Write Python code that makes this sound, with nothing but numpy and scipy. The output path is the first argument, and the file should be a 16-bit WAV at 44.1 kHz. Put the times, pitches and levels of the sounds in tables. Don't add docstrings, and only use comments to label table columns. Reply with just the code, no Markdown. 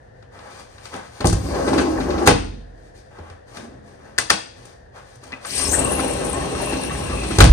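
import sys
import numpy as np
from scipy import signal
from scipy.fft import rfft, irfft, next_fast_len
from scipy.io import wavfile

SR = 44100
rng = np.random.default_rng(int(sys.argv[2]) if len(sys.argv) > 2 else 0)


def persist_wave(psi):
    counts = np.round(np.clip(psi, -1, 1) * 32767).astype(np.int16)
    wavfile.write(sys.argv[1], SR, np.atleast_2d(counts).T)


N = 331632


def from_db(db):
    return 10 ** (np.asarray(db) / 20)


def rms_one(x):
    return x / np.sqrt(np.mean(x ** 2) + 1e-20)


def in_time(*tables):
    t, out = np.arange(N) / SR, 0
    for rows in tables:
        s, *columns = np.transpose(rows)
        fade = np.clip(np.minimum(t - s[0], s[-1] - t) / .01 + 1, 0, 1)
        out = out + fade * from_db([np.interp(t, s, c) for c in columns])
    return out


def at_hz(points, hz):
    freqs, values = np.transpose(points)
    return np.interp(np.log(hz + 1), np.log(freqs), values)


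def shaped(x, gain):
    size = next_fast_len(N + SR // 4)
    return irfft(rfft(x, size) * gain(np.arange(size // 2 + 1) * SR / size), size)[..., :N]


def coloured(x, spectrum):
    ends = [(spectrum[0][0] / 2, -90), *spectrum, (spectrum[-1][0] * 2, -120)]
    return shaped(x, lambda hz: rms_one(from_db(at_hz(ends, hz))))


def noise(spectrum):
    return coloured(rng.standard_normal(N), spectrum)


def lowpass(x, hz):
    return signal.lfilter(*signal.butter(2, hz, fs=SR), x + 1e-18)


def drift(rate_hz):
    r = np.exp(-80 * np.pi * rate_hz / SR)
    slow = signal.lfilter([1], [1, -2 * r, r * r], rng.standard_normal(N // 40 + 2002))[2000:]
    return np.interp(np.arange(N) / 40, np.arange(len(slow)), rms_one(slow))


def grains(per_s, spread_db):
    sizes = from_db(spread_db * np.minimum(rng.exponential(1, N), 4)) * rng.choice([-1, 1], N)
    return rms_one(sizes * (rng.random(N) < per_s / SR))


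def resonate(x, modes):
    out = 0
    for k, (hz, width, db) in enumerate(modes):
        r = np.exp(-np.pi * width / SR)
        gain = from_db(db) * (-1) ** k * (1 - r * r) / 2
        poles = [1, -2 * r * np.cos(2 * np.pi * hz / SR), r * r]
        out = out + signal.lfilter([gain, 0, -gain], poles, x + 1e-18)
    return out


def ring(clicks, hz, t60):
    r, w = from_db(-60 / (t60 * SR)), 2 * np.pi * hz / SR
    return signal.lfilter([0, np.sin(w)], [1, -2 * r * np.cos(w), r * r], clicks + 1e-18)


def narrow_band(curve, drive, half_width_hz):
    s, hz, db = np.transpose(curve)
    phase = 2 * np.pi * np.cumsum(np.interp(np.arange(N) / SR, s, hz)) / SR
    slow = lowpass(drive, half_width_hz)
    band = rms_one(slow[0] * np.cos(phase) + slow[1] * np.sin(phase))
    return in_time(np.transpose([s, db]))[0] * band


# frequency in Hz, level in dB. Levels in all tables are relative.
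AIR_SPECTRUM = [(15, -62.5), (25, -24.5), (48, -7), (129, -6), (144, -14.5), (305, -30), (508, -8.5),
                (582, -16), (684, -13.5), (1240, -31.5), (1800, -19.5), (2230, -39.5), (4030, -42.5),
                (5280, -45), (15500, -66)]
def still_air():
    return from_db(-47) * stereo(noise(AIR_SPECTRUM), noise(AIR_SPECTRUM))


# start and length in seconds, then dull, middle and bright levels in dB.
MOVEMENTS = [(0.339, 0.19, -50, -43, -54.5), (0.523, 0.071, -53, -43.5, -46.5),
             (0.71, 0.23, -74, -50.5, -53.5), (0.845, 0.011, -53, -51, -45.5),
             (0.948, 0.0079, -38, -29.5, -42.5), (1.06, 0.53, -66, -48.5, -51),
             (2.787, 0.088, -49, -66, -64.5), (2.967, 0.016, -52.5, -59, -52.5),
             (3.131, 0.17, -51.5, -46.5, -61), (3.491, 0.091, -54, -47, -51.5),
             (3.569, 0.014, -39, -39, -45.5), (3.656, 0.11, -43, -55, -70),
             (3.85, 0.098, -47.5, -53.5, -60), (4.004, 0.25, -49, -51, -62.5),
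             (4.572, 0.13, -53, -50.5, -54), (4.958, 0.024, -50, -42.5, -56),
             (5.028, 0.12, -68, -53.5, -55.5), (5.233, 0.029, -44.5, -46.5, -50),
             (5.326, 0.0083, -62, -37.5, -53), (5.43, 0.03, -59, -43, -48.5)]
# frequency in Hz, level in dB.
CLOTH_DULL = [(47, -33), (80, -5.5), (167, -7), (253, 0.5), (298, -2.5), (491, -6.5), (700, -7), (910, -56),
              (1540, -120)]
CLOTH_MIDDLE = [(290, -58.5), (500, -1.5), (612, -11), (840, -4.5), (985, -8), (1290, -7.5), (1470, -9.5),
                (2800, -27), (3640, -28.5), (6160, -120)]
CLOTH_BRIGHT = [(1290, -44.5), (2200, -5), (2350, -3), (2570, -11.5), (4090, -5.5), (4820, -4),
                (5270, -7.5), (5810, -4.5), (7610, -11), (8740, -5), (11500, -21.5), (14300, -20.5),
                (15500, -28.5)]
def rustle(rise_s=.035, fall_s=.05):
    t = np.arange(N) / SR
    power = from_db([-57.5, -73, -72.5])[:, None] ** 2 * np.ones(N)
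    for s, length, *levels in MOVEMENTS:
        swell = np.clip((t - s) / rise_s + 1, 0, 1)
        decay = np.exp(-np.clip(t - s - length, 0, 1) / fall_s)
        power += (from_db(levels)[:, None] * swell * decay) ** 2
    dull, middle, bright = np.sqrt(power)
    fine = grains(per_s=9000, spread_db=2) * from_db(2 * drift(12))
    out = dull * noise(CLOTH_DULL) + middle * coloured(fine, CLOTH_MIDDLE)
    return out + bright * (coloured(fine, CLOTH_BRIGHT) + track_ring(fine))


# frequency and width in Hz, level in dB.
TRACK_MODE = [(4750, 200, -14)]
def track_ring(contacts):
    (hz, width, db), = TRACK_MODE
    return from_db(db) * rms_one(resonate(contacts, [(hz, width, 0)]))


# start in seconds, then crack, tick and frame levels in dB.
LIGHT_KNOCKS = [(0.226, -50, -73, -56), (0.39, -43, -69, -62), (0.782, -43, -80, -68),
                (0.855, -34.5, -52, -51), (0.927, -46, -58, -48), (0.94, -34, -50.5, -36.5),
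                (0.9608, -55, -48, -57), (3.1875, -47.5, -83, -39.5), (3.2994, -44, -61, -51),
                (3.5702, -35, -48, -49.5), (3.6425, -55, -61, -43.5), (4.1844, -17, -21.5, -31),
                (4.3018, -9, -19.5, -29), (4.314, -40, -63, -29.5), (4.346, -39.5, -56, -47),
                (4.6537, -48.5, -50.5, -52), (4.9597, -50, -67, -58), (5.1555, -57.5, -57.5, -57),
                (5.2372, -46, -51.5, -57), (5.323, -36, -63, -41), (5.449, -29.5, -57, -47)]
def light_knocks():
    return [(s, crack, tick, frame, frame + .5, frame - 4, .13, 2 + .01 * max(-20 - crack, 0))
            for s, crack, tick, frame in LIGHT_KNOCKS]


# frequency and width in Hz, level in dB.
FRAME_MODES = [(140.8, 8.5, -3.5), (147.2, 12.7, -5), (191.3, 24, -9), (252, 19.8, 1.5), (293, 28.7, 0),
               (326, 21.4, 1.5), (400, 102, -5), (509, 43.6, 4.5), (534, 60, -0.5), (609.5, 16.5, -2),
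               (630, 30, -13), (809, 30, -3), (1100, 67, -13.5)]
def frame_halves(split_hz=380):
    return [m for m in FRAME_MODES if m[0] < split_hz], [m for m in FRAME_MODES if m[0] >= split_hz]


# frequency in Hz, level in dB.
CRACK_DIRECT = [(470, -46.5), (800, -19), (1320, 2), (1750, -7), (2340, -9.5), (3310, -14.5), (3760, -5),
                (4760, -7.5), (5500, -15.5), (7150, -18), (12100, -120)]
CRACK_IN_ROOM = [(470, -1.5), (800, 5), (1000, -1), (1500, 0), (2040, -4), (2340, -3), (3180, -6.5),
                 (5500, -16.5), (7150, -56), (12100, -120)]
TICK_SPECTRUM = [(2650, -20), (4500, -5.5), (4810, -2), (5250, -10), (5920, -2), (7660, -7), (8680, 1),
                 (9090, -1.5), (11500, -17.5), (13700, -19), (15500, -19)]
# frequency in Hz, level in dB, seconds to fall 60 dB.
THUD_MODES = [(80.5, -32.5, 0.7), (90.6, -15.5, 0.82), (102.3, 5.5, 0.29), (110.5, -15, 1), (126, 0.5, 0.3),
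              (165.5, 7, 0.2)]
BOOM_MODES = [(55.3, -7.5, 0.48), (65.5, -3, 0.8)]
SWAY_MODES = [(44, -18.5, 1.44), (87.6, -15, 0.73)]
def door_blows(blows, db_per_depth=26.5, soft_ms=2.6):
    t, pushes = np.arange(SR // 10) / SR, np.zeros((5, N + SR))
    clicks = np.zeros((4, N))
    for s, crack_db, tick_db, low_db, high_db, pane_db, depth, contact_ms in blows:
        start, age = round((s - .001) * SR), t * 1000 / contact_ms
        pulse = age * np.exp(1 - age)
        pane_levels = pane_db - db_per_depth * np.abs(depth - np.arange(3))
        pushes[:, start:start + len(t)] += from_db([crack_db, tick_db, *pane_levels])[:, None] * pulse
        strength = from_db([crack_db, tick_db, low_db, high_db]) * np.sqrt(np.sum(pulse ** 2))
        clicks[2, start] += strength[2]
        when, share = ([.5, 1.1, 2.1], [.5, -.7, .5]) if contact_ms > soft_ms else ([.5], [1])
        clicks[[[0], [1], [3]], start + np.searchsorted(age, when)] += strength[[0, 1, 3], None] * share
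    crack, tick, *pane = pushes[:, :N]
    cracks = np.array([crack * noise(CRACK_DIRECT), coloured(clicks[0], CRACK_IN_ROOM)])
    ticks = np.array([tick * noise(TICK_SPECTRUM), coloured(clicks[1], TICK_SPECTRUM)])
    out = from_db(.5) * cracks + from_db(6.5) * ticks
    for hits, modes in zip(clicks[2:], frame_halves()):
        out += from_db(25) * resonate(hits, [(hz, 2.04 * width, db) for hz, width, db in modes])
    for push, modes in zip(pane, (THUD_MODES, BOOM_MODES, SWAY_MODES)):
        out += from_db([[-46], [-56]]) * sum(from_db(db) * ring(push, hz, t60) for hz, db, t60 in modes)
    return out


# start in seconds, level in dB, pitch in Hz.
BODY_THUMPS = [(0.943, -38, 240), (3.199, -32, 83), (3.304, -36, 85), (3.512, -41, 107), (3.585, -42, 238),
               (3.629, -31, 230), (3.672, -36, 237), (4.309, -31, 187), (4.335, -28.5, 199),
               (5.329, -30, 260)]
def thumps(t60_cycles=32, rise_s=.0014):
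    age, out = np.arange(SR // 2) / SR, np.zeros(N + SR)
    for s, db, hz in BODY_THUMPS:
        at = round(s * SR)
        envelope = from_db(db - 60 * age * hz / t60_cycles) * np.tanh(age / rise_s)
        out[at:at + len(age)] += envelope * np.sin(2 * np.pi * hz * age)
    return out[:N]


# start in seconds, crack, tick, frame and pane levels in dB, depth, contact in ms.
DOOR_SLAMS = [(1.205, -29.5, -47, -26.5, -28, .1, 4.17), (1.2452, -27, -50, -8.5, -7, 0.048, 0.57),
              (1.254, -52, -29.5, -19.5, -24, 1.1, 3.67), (1.2709, -39, -21.5, -30.5, -1.5, 0.64, 1.56),
              (1.2987, -26, -29, -43, -3.5, 0.38, 0.83), (1.326, -31, -34, -26.5, -9, 0.044, 3.5),
              (2.2585, -24, -30, -23.5, -16, 0.49, 13.7), (2.275, 0, -14, -1, -7.5, 0.063, 0.67),
              (2.289, -42, -47, -10, -32, .05, 1.1), (2.3093, -40, -54, -13.5, 3.5, 1.8, 1.33),
              (7.3851, -16, -23.5, -15.5, -6, 0.07, 2.44), (7.4048, -2.5, -16, -9.5, 5, 0.45, 2.2),
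              (7.426, -37, -32, -13, 13, 0.66, 0.86), (7.442, -11, -16.5, -7, -0.5, 0.044, 0.58),
              (7.4903, -47, -51, -33, 11.5, 0.78, 4.4)]
def slams():
    return [(s, crack, tick, frame, frame, pane, depth, ms)
            for s, crack, tick, frame, pane, depth, ms in DOOR_SLAMS]


# time in seconds, then rolling, pane rumble and track hiss in dB.
RUN_SHUT = [(1.36, -32, -34.5, -59), (1.44, -35, -27.5, -42.5), (1.574, -22.5, -31.5, -40.5),
            (1.7, -20.5, -29.5, -39.5), (1.77, -17.5, -29.5, -39.5), (1.85, -22.5, -33.5, -40),
            (2.036, -26.5, -28.5, -44.5), (2.178, -20.5, -28, -44.5), (2.25, -20.5, -35, -40.5)]
RUN_BACK = [(5.47, -50, -46, -39), (5.58, -28, -35, -26.5), (5.708, -27.5, -24, -37),
            (5.728, -21.5, -39, -33), (5.786, -22.5, -25, -34), (5.934, -23, -31.5, -34.5),
            (6.326, -27, -29.5, -36), (6.48, -27.5, -31, -36.5), (6.75, -27, -30.5, -33.5),
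            (6.85, -31, -35, -37.5), (6.898, -27.5, -27, -36.5), (7.248, -31.5, -27, -37.5),
            (7.348, -28, -26, -33), (7.372, -26, -26, -30)]
# frequency in Hz, level in dB.
PANE_RUMBLE = [(15, -46), (25, -32), (40, -7.5), (54, 5), (95, 2.5), (150, -6.5), (174, -7), (200, -1),
               (260, -23.5), (440, -120)]
GRIT_SPECTRUM = [(410, 1.5), (700, 5.5), (764, 10), (1180, -1.5), (1310, 2.5), (1750, -6.5), (1980, -10.5),
                 (2630, -53.5), (2800, -8), (3640, -58), (6160, -120)]
def rolling():
    roll, rumble, hiss = in_time(RUN_SHUT, RUN_BACK)
    drone, buzz, grit = (from_db(db + .76 * drift(3.3)) * roll for db in (-3.5, -2.5, -7))
    uneven = from_db(1.7 * drift(29))
    shake = grains(per_s=1500, spread_db=3) * uneven
    out = rumble * noise(PANE_RUMBLE)
    for gain, modes in zip((drone, buzz), frame_halves()):
        out += gain * rms_one(resonate(shake, modes))
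    out += grit * (coloured(shake, GRIT_SPECTRUM) + from_db(-2.5) * wheel_rattle())
    out += sliding_sheen()
    fine, jolts = grains(per_s=20000, spread_db=1.5) * np.sqrt(uneven), shaken_grit()
    out += np.hypot(hiss, jolts) * track_hiss(fine)
    return out + wheel_scrape() + frame_hum() + wheel_knocks() + brush_fizz(fine, hiss, jolts)


def wheel_rattle(t60_cycles=20):
    hits, part = grains(per_s=60, spread_db=3.5), rng.integers(0, 8, N)
    pitches_hz = np.geomspace(500, 1800, 8)
    return rms_one(sum(ring(hits * (part == k), hz, t60_cycles / hz) for k, hz in enumerate(pitches_hz)))


# frequency in Hz, level in dB.
TRACK_SHUT = [(1290, -32), (2200, 3.5), (2900, -8.5), (3830, -4), (4290, -2), (4770, -2), (5400, -3),
              (6230, -1.5), (7500, -12), (9750, -40), (16500, -120)]
TRACK_BACK = [(1290, -10), (2200, 2), (2630, 2), (3350, -1), (4110, -3.5), (5260, -7.5), (5710, 0),
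              (6840, -9.5), (7500, -46), (9750, -114), (16500, -120)]
# frequency and width in Hz, level in dB.
WHEEL_RESONANCES = [(4220, 660, -6), (5700, 120, 6.5)]
def track_hiss(fine):
    singing = from_db(-11 + 4 * drift(12)) * rms_one(resonate(fine, WHEEL_RESONANCES))
    shutting = coloured(fine, TRACK_SHUT) + from_db(3 * drift(10)) * track_ring(fine)
    return np.where(np.arange(N) < N // 2, shutting, coloured(fine, TRACK_BACK) + singing)


# frequency in Hz, level in dB.
BRUSH_SPECTRUM = [(3820, -48), (6500, -23.5), (7600, -1.5), (8260, 7.5), (9410, 3), (10100, 2.5),
                  (10900, -11.5), (11800, -44)]
def brush_fizz(fine, hiss, jolts):
    _, seal = seal_gains()
    gain = np.hypot(from_db(-7) * hiss + from_db(1.5) * seal, from_db(-7) * jolts)
    return from_db(2.5 * drift(9.7)) * gain * coloured(fine, BRUSH_SPECTRUM)


# time in seconds, level in dB.
SHEEN_RUNS = [
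    [(1.37, -57), (1.45, -54), (1.7, -56), (1.78, -53), (1.88, -57), (2.25, -59)],
    [(5.47, -46), (5.6, -47), (5.73, -44), (5.86, -55), (6.05, -51), (6.2, -58), (6.4, -57), (6.6, -59),
     (6.72, -54), (6.95, -56), (7.2, -60), (7.37, -59)],
]
# frequency in Hz, level in dB.
SHEEN_SPECTRUM = [(6470, -26), (11000, -5), (11700, -8), (14000, -5.5), (14800, -11), (15500, -14)]
def sliding_sheen():
    return from_db(2.5) * in_time(*SHEEN_RUNS)[0] * noise(SHEEN_SPECTRUM)


# time in seconds, pitch in Hz, level in dB.
LOWER_HUM = [(1.45, 267.4, -31.5), (1.558, 283.4, -26.5), (1.644, 265, -35), (1.798, 274, -18),
             (1.858, 265, -32.5), (1.922, 291, -36), (1.974, 260, -38), (2.05, 250, -45)]
UPPER_HUM = [(1.6, 330, -28), (1.64, 313.5, -44), (1.744, 322.5, -16.5), (1.844, 342, -33),
             (1.89, 318.3, -19.5), (2.036, 329.3, -33.5), (2.104, 344.3, -16.5), (2.172, 335.9, -34.5),
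             (2.198, 340, -19), (2.26, 350, -40.5)]
def frame_hum():
    return from_db(-1.5) * sum(narrow_band(tone, rng.standard_normal((2, N)), half_width_hz=18)
                               for tone in (LOWER_HUM, UPPER_HUM))


# start in seconds, frame and crack levels in dB.
TRACK_JOINTS = [(1.4893, -25, -50), (1.544, -33, -36), (1.677, -20, -28), (1.731, -37, -27.5),
                (1.7795, -16, -21), (2.0024, -21, -32.5), (2.1015, -29, -31.5), (2.1778, -33, -33.5),
                (5.9919, -22.5, -27.5), (6.727, -21, -32), (6.8323, -31, -34), (7.097, -25.5, -36),
                (7.232, -28, -31.5), (7.3072, -23, -31)]
def wheel_bumps():
    return [(s, crack, crack - 40, frame, frame - 24, frame - 15, .2, 5.5)
            for s, frame, crack in TRACK_JOINTS]


def shaken_grit(rise_s=.006, fall_s=.025):
    age, out = np.arange(SR // 4) / SR, np.zeros(N + SR)
    for s, _, crack_db in TRACK_JOINTS:
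        at = round(s * SR)
        out[at:at + len(age)] += from_db(crack_db - 3.5) * np.tanh(age / rise_s) * np.exp(-age / fall_s)
    return out[:N]


# start in seconds, level in dB, centre in Hz, dB lost per octave from it.
LATCH_STRIKES = [(4.1802, -19.5, 1600, 1), (4.1852, -11.5, 1650, 5), (4.298, -26, 3000, -1),
                 (4.303, -12.5, 1970, -6), (5.3205, -33, 3000, 11), (5.329, -11.5, 2350, 55),
                 (5.337, -12.5, 2590, 58), (5.448, -12.5, 990, 37)]
# frequency in Hz, level in dB, seconds to fall 60 dB.
METAL_MODES = [(1080, -7, 0.024), (1127, -5, 0.046), (1460, -0.5, 0.026), (1773, 5, 0.026),
               (2010, 0.5, 0.029), (2530, -4.5, 0.022), (3430, 1, 0.016), (4250, 1, 0.012),
               (4800, 7, 0.0086), (5770, -1.5, 0.013), (7100, -7, 0.0072), (8300, -5, 0.01),
               (9100, -17, 0.009)]
def latch():
    s, db, centre_hz, slope_db = np.transpose(LATCH_STRIKES)
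    scatter_db, out = rng.normal(0, 1.5, (len(s), len(METAL_MODES))), np.zeros(N)
    for k, (hz, mode_db, t60) in enumerate(METAL_MODES):
        loss_db = slope_db * np.abs(np.log2(hz / centre_hz))
        clicks = np.zeros(N)
        clicks[np.round(s * SR).astype(int)] = from_db(db + mode_db - loss_db + scatter_db[:, k])
        out += ring(clicks, hz, t60) * (-1) ** k
    return out


# start in seconds, level in dB, pitch in Hz, fall in Hz per ms, decay time in ms.
SEAL_CHIRPS = [(5.454, -21, 8500, -130, 4.7), (5.467, -19, 6900, -170, 4), (5.53, -21, 4800, -1, 8.3),
               (5.575, -16, 4800, -6, 14), (5.579, -9.5, 8550, -8, 10), (5.615, -10.5, 8800, -9, 9.2),
               (5.635, -12, 8800, 3, 7), (5.646, -16, 5530, 9.5, 12), (5.676, -15, 8040, 25, 5.8),
               (5.69, -11.5, 6400, 4, 6.6), (5.718, -9.5, 8300, -1, 7.4), (5.7328, -2.5, 8300, 9, 8.2),
               (5.745, -10, 8450, 17, 6), (5.7556, -12, 7350, 1, 5.5), (5.7893, -3, 8700, 65, 4.9),
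               (5.843, -4.5, 8800, 68, 4.1), (5.919, -8.5, 9900, 20, 4), (5.949, -14, 10070, 1, 7.5),
               (6.0, -14.5, 9600, 2, 5.2), (6.0445, -14, 9400, 32, 3.3), (6.105, -17.5, 8600, 36, 4.4),
               (6.294, -15, 9700, 31, 7.5), (6.329, -10.5, 8770, 50, 3.4), (6.342, -14, 8100, 27, 3.4),
               (6.362, -24, 8520, 2, 15), (6.6594, -21, 9700, 30, 3.2), (6.8352, -16.5, 9100, 18, 4),
               (6.845, -16, 9800, 4, 5.4)]
def seal_chirps(roughness_hz=260):
    waver = rms_one(lowpass(rng.standard_normal((2, N)), roughness_hz))
    age_ms, out = np.arange(SR // 10) / SR * 1000, np.zeros(N)
    for s, db, hz, fall, decay_ms in SEAL_CHIRPS:
        at = round(s * SR)
        flutter, bend = waver[:, at:at + len(age_ms)]
        phase = 2 * np.pi * age_ms * (hz - fall * age_ms / 2) / 1000
        tone = (1 + .45 * flutter) * np.sin(phase + .9 * bend)
        envelope = np.exp(-age_ms / decay_ms) * np.tanh(age_ms / decay_ms)
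        out[at:at + len(age_ms)] += from_db(db) * tone * envelope
    return out


# time in seconds, gliding pitch in Hz, gliding and steady levels in dB.
SEAL_RUB = [(5.46, 4600, -50, -50), (5.51, 5000, -36, -38), (5.56, 5300, -27, -31), (5.62, 5500, -26, -31),
            (5.68, 6000, -26, -33), (5.76, 7400, -28, -28), (5.82, 8700, -30, -35), (5.89, 9500, -29, -42),
            (5.97, 10100, -27, -46), (6.04, 9400, -32, -46), (6.12, 8600, -33, -46), (6.19, 9300, -42, -50),
            (6.23, 8500, -42, -50), (6.27, 9800, -31, -48), (6.31, 9400, -30, -48), (6.35, 8100, -32, -47),
            (6.4, 9000, -44, -50), (6.55, 9200, -43, -50), (6.62, 9500, -33, -50), (6.69, 9300, -35, -50),
            (6.74, 9200, -43, -50), (6.81, 9300, -42, -50), (6.86, 9600, -34, -50), (6.91, 9800, -42, -50),
            (7.2, 9000, -46, -50), (7.29, 8600, -37, -46), (7.33, 9000, -42, -50), (7.37, 7200, -35, -46),
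            (7.385, 7000, -40, -50)]
# frequency and width in Hz, level in dB.
SEAL_MODES = [(8100, 52, 21), (8450, 350, 3), (9570, 450, 9), (8600, 2300, 9)]
def seal_squeal(half_width_hz=1050, core_hz=300):
    s, hz, _, _ = np.transpose(SEAL_RUB)
    glide, steady = seal_gains()
    pitch = np.interp(np.arange(N) / SR, s, hz) * (1 + .033 * drift(30))
    phase = 2 * np.pi * np.cumsum(pitch) / SR
    slips = lowpass(rng.standard_normal((3, N)), half_width_hz)
    core = lowpass(rng.standard_normal((2, N)), core_hz)
    slips[:2] += from_db(-2 + 4 * drift(30)) * core
    overtone = from_db(-8) * slips[2] * np.sin(2 * phase)
    band = slips[0] * np.cos(phase) + slips[1] * np.sin(phase) + overtone
    glide *= from_db(-7 + 4.9 * drift(29))
    steady *= from_db(3.5 * drift(35))
    ringing = resonate(grains(per_s=6000, spread_db=2), SEAL_MODES)
    return glide * rms_one(band) + steady * rms_one(resonate(ringing, [(8800, 4000, 0)]))


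def seal_gains():
    return in_time([(s, glide_db, steady_db) for s, _, glide_db, steady_db in SEAL_RUB])


# time in seconds, pitch in Hz, level in dB.
SCRAPE_CURVE = [(5.6, 2780, -42), (5.8, 2790, -36), (6.0, 2685, -34), (6.102, 2820, -39), (6.24, 2647, -55),
                (6.378, 2727, -45), (6.55, 2750, -42), (6.7, 2680, -30), (6.728, 2730, -29),
                (6.77, 2710, -35.5), (6.856, 2685, -33), (6.95, 2694, -46), (7.12, 2673, -30.5),
                (7.23, 2544, -32), (7.37, 2660, -46)]
def wheel_scrape():
    chatter = np.array([grains(per_s=110, spread_db=3.5) for _ in range(2)])
    return from_db(-3.5) * narrow_band(SCRAPE_CURVE, chatter, half_width_hz=90)


# start in seconds, level in dB, pitch in Hz.
LOUD_KNOCKS = [(5.845, -19, 1110), (5.995, -16, 1070), (6.203, -36, 1040), (6.232, -32, 950),
               (6.299, -29, 830), (6.334, -13, 1060), (6.395, -18, 1080), (6.426, -43, 1030),
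               (6.55, -16, 1270), (6.579, -22, 1126), (6.601, -15, 930), (6.724, -15, 880),
               (6.796, -16, 870), (6.906, -19, 1125), (7.012, -18.5, 830), (7.071, -26, 1640),
               (7.129, -18, 1160), (7.234, -32, 2530)]
def wheel_knocks():
    click, out = np.arange(SR // 5) == 0, np.zeros(N)
    for s, db, hz in LOUD_KNOCKS:
        at = round(s * SR)
        out[at:at + len(click)] += from_db(db - 1.5) * ring(click, hz, t60=.034)
    return out


# frequency in Hz, correlation (held within -1 to 1).
PAIR_LIKENESS = [(40, .995), (90, 0.88), (150, 0.78), (300, 0.35), (600, -0.7), (1500, 0.056), (4000, 0.11),
                 (9000, -0.029), (15000, -1.9)]
def stereo(mid, side):
    alike = lambda hz: np.clip(at_hz(PAIR_LIKENESS, hz), -1, 1)
    mid = shaped(mid, lambda hz: np.sqrt(1 + alike(hz)))
    side = shaped(side, lambda hz: np.sqrt(1 - alike(hz)))
    return np.array([mid + side, mid - side]) / np.sqrt(2)


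# frequency in Hz, seconds to fall 60 dB.
ROOM_DECAY = [(40, 0.27), (110, 0.4), (200, 0.35), (330, 0.26), (500, 0.18), (1500, 0.16), (4000, 0.23),
              (9000, 0.15), (15000, 0.062)]
def room(direct, spread, lag_s=.00013, shadow_hz=2500, shadow_share=.39):
    t, edges = np.arange(SR * 3 // 4) / SR, 25 * 2 ** np.arange(0, 9.6, .5)
    tail = np.zeros((2, len(t)))
    for low, high in zip(edges, edges[1:]):
        t60 = at_hz(ROOM_DECAY, np.sqrt(low * high))
        bandpass = signal.butter(2, [low, high], "band", fs=SR, output="sos")
        band = signal.sosfilt(bandpass, rng.standard_normal((2, len(t))))
        near = from_db(-60 * t / t60)
        far = from_db(-9 - 60 * t / t60 / 2.68)
        tail += band * np.hypot(near, far) * np.tanh(t / .00034) * np.sqrt(2 * np.log(1000) / t60 / SR)
    wet = stereo(*signal.fftconvolve(spread[None], tail, axes=1)[:, :N])
    right = np.concatenate([np.zeros(round(lag_s * SR)), direct])[:N]
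    right -= shadow_share * signal.lfilter(*signal.butter(1, shadow_hz, "high", fs=SR), right)
    return np.array([direct, right]) + wet


def scene():
    air = still_air()
    rubbing = from_db(-4) * (rolling() + rustle())
    blows, blows_to_room = door_blows(slams() + wheel_bumps() + light_knocks())
    close = from_db(2) * (seal_squeal() + seal_chirps()) + latch()
    direct = rubbing + close + blows + thumps()
    spread = rubbing + from_db(-.5) * (blows_to_room + from_db(-10) * close)
    return room(direct, spread) + air


# frequency in Hz, left over right in dB.
LEFT_OVER_RIGHT = [(60, -2), (99, 0.5), (160, -0.5), (270, -2.5), (450, 1), (740, 4), (1220, 2.5),
                   (2010, 3.5), (3330, 3.5), (5500, 10.5), (9080, 11.5), (15000, -8)]
def record(dry, low_cut_hz=39.7, high_cut_hz=15953):
    def balance(hz):
        left = from_db(at_hz(LEFT_OVER_RIGHT, hz))
        return np.array([left, np.ones_like(hz)]) * np.sqrt(2 / (1 + left ** 2))

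    mics = shaped(dry, balance)
    mics = signal.sosfilt(signal.butter(4, low_cut_hz, "high", fs=SR, output="sos"), mics)
    mics -= .93 * resonate(mics, [(7700, 160, 0)])
    clipped = mics / (1 + np.abs(mics) ** 6) ** (1 / 6)
    high_cut = signal.cheby2(10, 40, high_cut_hz, fs=SR, output="sos")
    return np.clip(signal.sosfilt(high_cut, clipped), -1, 1)


dry = scene()
out = record(dry)
persist_wave(out)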